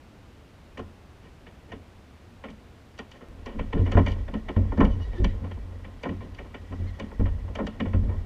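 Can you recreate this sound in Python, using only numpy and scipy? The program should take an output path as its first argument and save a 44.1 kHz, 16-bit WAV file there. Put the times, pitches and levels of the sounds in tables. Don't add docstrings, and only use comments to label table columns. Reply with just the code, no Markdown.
import sys
import numpy as np
from scipy import signal
from scipy.fft import rfft, irfft
from scipy.io import wavfile

SR = 44100
rng = np.random.default_rng(int(sys.argv[2]) if len(sys.argv) > 2 else 0)


def to_wav(sig):
    pcm = np.clip(np.atleast_2d(sig), -1, 1) * 32767
    pcm = np.round(pcm).astype(np.int16)
    wavfile.write(sys.argv[1], SR, pcm.T)


N = 363825
TIME = np.arange(N) / SR

# f/Hz, level/dB
AIR_SPECTRUM = [(12, -37), (20, -16.5), (74, 2.5), (92, -1.5), (152, -8.5), (231, -7.5), (323, -11),
                (427, -14.5), (504, -15), (766, -18), (1040, -20.5), (1540, -23), (1720, -24.5),
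                (2750, -27), (15500, -50)]
# f/Hz, width/Hz, level/dB
IDLE_MODES = [(28, 19, -1.5), (70, 5.7, -7), (83.2, 4.6, 1.5)]
# f/Hz, width/Hz, level/dB
PANEL_MODES = [(159.4, 21.2, 0), (213, 31.8, 5), (272.6, 32.3, 3), (359, 31, -2.5), (443, 49, -1.5),
               (561, 71, -4), (711, 93, -10), (880, 150, -12.5), (1055, 63, -8.5), (1303, 44, -16),
               (1418, 63, -17.5), (1847, 76, -9), (2315, 116, -13), (2614, 104, -20), (2918, 80, -15),
               (3190, 99, -20.5), (3484, 110, -24), (4030, 430, -35), (4656, 130, -29.5),
               (5230, 200, -41.5), (5860, 500, -38.5), (7400, 1100, -49.5), (9800, 2200, -59)]
# low/Hz, high/Hz, delay/s, decay multiplier, level/dB
HIT_BANDS = [(151.3, 355, .001, 1.4, -1.5), (337, 670, -.001, 1.15, -2.5), (655, 1635, -.002, 1, -1.5),
             (1374, 2470, -.0016, .8, -2.5), (2576, 3970, 0, .85, -2), (4380, 11800, -.0004, .4, 0)]
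# t/s, level/dB, hardness (treble lift)/dB, decay/s
KNOCKS = [(0.773, -46.5, 2, .011), (0.791, -40, -10, 0.0089), (1.465, -56, 4.5, 0.014),
          (1.717, -45, 0, 0.02), (2.437, -43.5, -2, 0.018), (2.481, -54.5, 1, 0.017), (2.988, -43, 0, .012),
          (3.209, -52, -5, 0.022), (3.459, -43, -4, 0.041), (3.590, -38.5, -3.5, 0.013),
          (3.729, -37, -2.5, 0.0035), (3.775, -48, -0.5, 0.018), (3.86, -41.5, -2.5, 0.021),
          (3.916, -37.5, -4.5, 0.014), (3.949, -37.5, -13, 0.0037), (3.969, -24, -15.5, 0.012),
          (3.986, -32, -10.5, 0.0077), (4.063, -36, 1.5, 0.016), (4.28, -46, -3.5, .01),
          (4.338, -40.5, -7, 0.018), (4.485, -38, -2.5, 0.011), (4.563, -41, -8.5, 0.0055),
          (4.718, -37.5, -18, 0.0096), (4.774, -38.5, -19.5, 0.0079), (4.804, -23.5, -11, 0.0088),
          (4.823, -30, -20, 0.022), (4.848, -40, -1.5, 0.0066), (5.128, -50, -5, 0.033),
          (5.243, -37, 1, .008), (5.44, -46, -9.5, .02), (5.512, -49, 0.5, 0.0057), (5.844, -51, 0, .009),
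          (6.032, -41, 0.5, 0.022), (6.055, -35.5, -15, 0.0092), (6.09, -45.5, 0.5, 0.0055),
          (6.205, -49, -4.5, 0.026), (6.385, -49.5, 5, 0.0096), (6.542, -45, 0, 0.011),
          (6.722, -45, -9, 0.012), (6.997, -42.5, -0.5, 0.012), (7.114, -48, -18, .009),
          (7.196, -41.5, -22, 0.015), (7.254, -44, -3.5, 0.021), (7.553, -42, -0.5, 0.011),
          (7.585, -35.5, -13.5, .012), (7.599, -35.5, -24, 0.015), (7.668, -41, -6.5, 0.0076),
          (7.801, -37.5, 2, 0.0047), (7.855, -44, -6.5, .011), (7.933, -41, -7.5, 0.012),
          (8.089, -46, -13, 0.036)]
# f/Hz, level/dB
KNOCK_EQ = [(240, 2.5), (460, 2.5), (1000, 0.5), (2000, -0.5), (3200, -6), (6800, -23.5)]
# t/s, level/dB
CLICKS = [(0.777, -66), (0.791, -65), (1.72, -67), (2.502, -67), (2.977, -66), (2.988, -55.5),
          (3.115, -61.5), (3.459, -57), (3.918, -52.5), (4.062, -57), (4.081, -59), (4.117, -58),
          (4.338, -64), (4.775, -64.5), (4.847, -59), (5.243, -48.5), (6.032, -58), (6.346, -65),
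          (6.996, -58), (7.553, -56), (7.668, -53.5)]
# f/Hz, level/dB
CLICK_EQ = [(290, -5), (1100, -0.5), (2000, 1.5), (3200, 7), (6800, 1.5)]
SOLE_EQ = [(290, -1), (700, -14.5), (2000, -31.5), (6800, -55.5)]
# t/s, weight on the deck/dB, heave of the hull/dB, slap of the sole/dB
STEPS = [(0.793, -39, -58, -47), (1.711, -39.5, -62, -50), (2.49, -49, -50, -44.5),
         (3.549, -38, -27, -37.5), (3.594, -45, -24.5, -35), (3.747, -23, -19, -26),
         (3.794, -13, -35, -29.5), (3.954, -8.5, -22.5, -24), (4.334, -32.5, -36, -32),
         (4.567, -11, -41.5, -26), (4.783, -19.5, -40, -19), (4.813, -30, -11, -31.5),
         (5.2, -22.5, -20, -35), (5.24, -19, -29, -31.5), (5.42, -25, -51, -39), (6.092, -28.5, -62, -34),
         (6.22, -34.5, -66, -43.5), (6.71, -32, -52, -39.5), (6.8, -22.5, -58, -43), (7.021, -47, -47, -39),
         (7.196, -18, -22, -28.5), (7.24, -28.5, -20, -58), (7.629, -35, -46, -37),
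         (7.803, -27, -53, -30.5), (7.869, -22.5, -63, -37.5), (7.946, -13.5, -36, -29.5),
         (8.03, -19, -25, -35.5), (8.08, -16.5, -48, -41)]
# f/Hz, level/dB, t60/s
BOOM_MODES = [(27.7, -1.5, 0.43), (52.5, 5, 0.31), (90.34, 0, 0.5), (122, -7, .12), (171.8, 7.5, 0.11),
              (215.2, 6.5, 0.39), (264, -10, 0.04), (358.5, -14.5, 0.3)]
# f/Hz, width/Hz, level/dB
ROCKING_MODES = [(25.8, 9.0, -1.1), (53.3, 9.6, -2.1), (88.1, 6.3, -0.5)]
# t/s, length/s, level/dB, tilt/(dB per octave)
SCRAPES = [(1.225, 0.063, -54, 0), (1.679, 0.05, -51, -1.5), (3.133, 0.051, -52, 1.5),
           (4.072, 0.075, -50, 5.5)]
# t/s, level/dB
REEL_LOAD = [(3.3, -69), (3.59, -66.5), (3.96, -55), (4.08, -59), (4.51, -62.5), (5.09, -57.5),
             (5.59, -67.5), (6.55, -63), (6.76, -58.5), (7.64, -65), (7.71, -62), (8.25, -60.5)]
# f/Hz, width/Hz, level/dB
REEL_MODES = [(1050, 200, -6), (1924, 78, 4.5), (2305, 58, -3), (2910, 220, -9), (3360, 190, -9),
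              (3750, 380, -15.5), (5400, 1900, -20)]
# t/s, length/s, f/Hz, bend at the middle/Hz, level/dB
SQUEAKS = [(4.893, 0.069, 2930, 96, -58.5), (5.006, 0.042, 2890, 66, -54.5), (5.025, 0.072, 1855, 67, -60),
           (5.081, 0.07, 1860, 41, -63), (5.145, 0.079, 1850, -81, -56), (5.28, .052, 1820, 117, -58.5),
           (6.866, 0.04, 1840, 307, -57.5)]


def from_db(db):
    return 10 ** (np.asarray(db) / 20)


def rms_one(x):
    return x / np.sqrt(np.mean(x ** 2) + 1e-20)


def add(track, start_s, sound):
    at = max(round(start_s * SR), 0)
    track[at:at + len(sound)] += sound[:N - at]


def band(x, low_hz, high_hz):
    return signal.sosfilt(signal.butter(3, [low_hz, high_hz], "band", fs=SR, output="sos"), x)


def resonate(x, modes):
    out = 0
    for k, (hz, width, db) in enumerate(modes):
        r = np.exp(-np.pi * width / SR)
        poles = [1, -2 * r * np.cos(2 * np.pi * hz / SR), r * r]
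        out = out + (-1) ** k * from_db(db) * (1 - r * r) / 2 * signal.lfilter([1, 0, -1], poles, x)
    return out


def grains(size, spread_db=5):
    return rng.standard_normal(size) * from_db(spread_db * np.clip(rng.standard_normal(size), -3, 3))


def drift(rate_hz):
    return np.interp(TIME * rate_hz, np.arange(N), rng.standard_normal(N))


def arch(length_s):
    return np.sin(np.linspace(0, np.pi, max(round(length_s * SR), 2))).clip(0)


def air(hiss_db=-50.5, murmur_db=-60):
    hz, db = np.transpose(AIR_SPECTRUM)
    bins_hz = np.maximum(np.arange(N // 2 + 1) * SR / N, 1)
    eq = from_db(np.interp(np.log(bins_hz), np.log(hz), db))
    hiss = irfft(rfft(rng.standard_normal(N)) * eq, N)
    murmur = resonate(rng.standard_normal(N), IDLE_MODES)
    return from_db(hiss_db) * rms_one(hiss) + from_db(murmur_db) * rms_one(murmur)


def rattle(hits, eq, rise_s=0.0019, tail_db=-22, tail_s=0.064, graze_db=-13, graze_s=0.0028):
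    lead = SR // 50
    attack = slice(lead, lead + SR // 40)
    t = TIME[:SR // 4] - TIME[lead]
    after = np.maximum(t, 0)
    graze = from_db(graze_db) * np.exp(-np.abs(t) / graze_s)
    rise = 1 - np.exp(-after / rise_s)
    panel_ring = resonate(signal.unit_impulse(len(t)), PANEL_MODES)
    eq_hz, eq_db = np.transpose(eq)
    out = np.zeros(N)
    for low, high, delay, stretch, gain_db in HIT_BANDS:
        ring = band(panel_ring, low, high)
        log_centre = np.log(low * high) / 2
        band_db = gain_db + np.interp(log_centre, np.log(eq_hz), eq_db)
        shelf = np.interp(log_centre, np.log([1100, 1960]), [0, 1])
        tail = from_db(tail_db) * np.exp(-after / (tail_s * stretch))
        for start, db, hardness_db, decay in hits:
            body = np.exp(-after / (decay * stretch))
            force = grains(len(t)) * (graze + rise * (body + tail))
            sound = signal.fftconvolve(force, ring)[:len(t)]
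            gain = from_db(db + band_db + shelf * hardness_db)
            add(out, start + delay + t[0], gain * sound / np.std(sound[attack]))
    return out


def knocks(click_decay_s=0.0065):
    clicks = [(start, db, 0, click_decay_s) for start, db in CLICKS]
    return rattle(KNOCKS, KNOCK_EQ) + rattle(clicks, CLICK_EQ)


def steps(rise_s=0.0017, slap_decay_s=0.019, detune=0.011, hatch_db=-5):
    t, out = TIME[:SR], np.zeros(N)
    rise = 1 - np.exp(-t / rise_s)
    for start, weight_db, heave_db, slap_db in STEPS:
        for hz, db, t60 in BOOM_MODES:
            push_db = np.interp(np.log(hz), np.log([27, 89, 218]),
                                [heave_db, weight_db, slap_db + hatch_db])
            swing = np.sin(2 * np.pi * hz * (1 + detune * rng.standard_normal()) * t)
            add(out, start, swing * rise * from_db(push_db + db - 60 * t / t60))
    slaps = [(start, slap_db, 0, slap_decay_s) for start, _, _, slap_db in STEPS]
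    return out + rattle(slaps, SOLE_EQ)


def rocking(swell_s=0.022, fade_db_per_s=51, lean_db=-6, fight_start_s=3.286):
    t, energy = TIME[:2 * SR], np.zeros(N)
    settling = (1 - np.exp(-t / swell_s)) * from_db(-fade_db_per_s * t)
    for start, weight_db, heave_db, _ in STEPS:
        push_energy = from_db(weight_db + lean_db) ** 2 + from_db(heave_db) ** 2
        add(energy, start, push_energy * settling ** 2)
    motion = np.sqrt(energy)
    fighting = TIME > fight_start_s
    hull = band(resonate(rng.standard_normal(N), ROCKING_MODES), 28.2, 150)
    grit = grains(N, spread_db=4.5) * from_db(5 * np.tanh(drift(rate_hz=49)))
    deck = band(resonate(grit, PANEL_MODES), 120, 1200)
    hull_gain = from_db(-7) * motion + from_db(-45) * fighting
    deck_gain = from_db(-30) * motion + from_db(-54) * fighting
    return hull_gain * rms_one(hull) + deck_gain * rms_one(deck)


def scrapes():
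    out, lowest_hz = np.zeros(N), PANEL_MODES[0][0]
    for start, length, db, tilt in SCRAPES:
        stroke = np.sqrt(arch(length))
        modes = [(hz, width, level + tilt * np.log2(hz / lowest_hz)) for hz, width, level in PANEL_MODES]
        scuff = stroke * resonate(grains(len(stroke)), modes)
        add(out, start, from_db(db) * rms_one(scuff))
    return out


def reel(trim_db=-1, roughness_db=4, cranking_db=2):
    times, load_db = np.transpose(REEL_LOAD)
    load = from_db(np.interp(TIME, times, load_db)) * (TIME >= times[0])
    rubbing = grains(N) * from_db(roughness_db * np.tanh(drift(rate_hz=45)))
    effort = from_db(cranking_db * np.tanh(drift(rate_hz=9)))
    return from_db(trim_db) * load * rms_one(effort * resonate(rubbing, REEL_MODES))


def loose_gear(start_s=3.5, taps_per_s=5.9, tap_db=-55.5, spread_db=6, hardness_db=-12.5, decay_s=0.014):
    span_s = TIME[-1] - start_s
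    taps = [(start_s + when * span_s, tap_db + spread_db * (2 * force - 1), hardness_db, decay_s)
            for when, force in rng.random((round(taps_per_s * span_s), 2))]
    return rattle(taps, KNOCK_EQ)


def squeaks(rasp_db=-15, flutter_db=2, octave_db=-10):
    out = np.zeros(N)
    flutter = from_db(-flutter_db * drift(rate_hz=230))
    jitter_hz = 30 * drift(rate_hz=700) + 25 * drift(rate_hz=90)
    rasp = from_db(rasp_db) * rms_one(band(grains(N), 2900, 5100))
    for start, length, hz, bend_hz, db in SQUEAKS:
        pull = arch(length)
        span = slice(round(start * SR), round(start * SR) + len(pull))
        phase = 2 * np.pi * np.cumsum(hz + bend_hz * pull + jitter_hz[span]) / SR
        overtone = from_db(octave_db) * band(np.sin(2 * phase), 3100, 5500)
        tone = (np.sin(phase) + overtone + rasp[span]) * flutter[span]
        add(out, start, from_db(db) * rms_one(tone * np.sqrt(pull)))
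    return out


def sole_groan(start_s=5.175, length_s=0.062, hz=353, bend_hz=8, level_db=-34.5, octave_db=-24):
    out, pull = np.zeros(N), arch(length_s)
    phase = 2 * np.pi * np.cumsum(hz + bend_hz * pull) / SR
    tone = np.sin(phase) + from_db(octave_db) * np.sin(2 * phase)
    add(out, start_s, from_db(level_db) * rms_one(pull * tone))
    return out


def scene():
    boat = air() + knocks() + steps() + rocking() + scrapes()
    fight = reel() + loose_gear() + squeaks() + sole_groan()
    return (boat + fight)[None]


def record(dry):
    low_cut = signal.butter(2, 12, "high", fs=SR, output="sos")
    high_cut = signal.ellip(12, .1, 90, 15500, fs=SR, output="sos")
    return signal.sosfilt(high_cut, signal.sosfilt(low_cut, dry))


dry = scene()
out = record(dry)
to_wav(out)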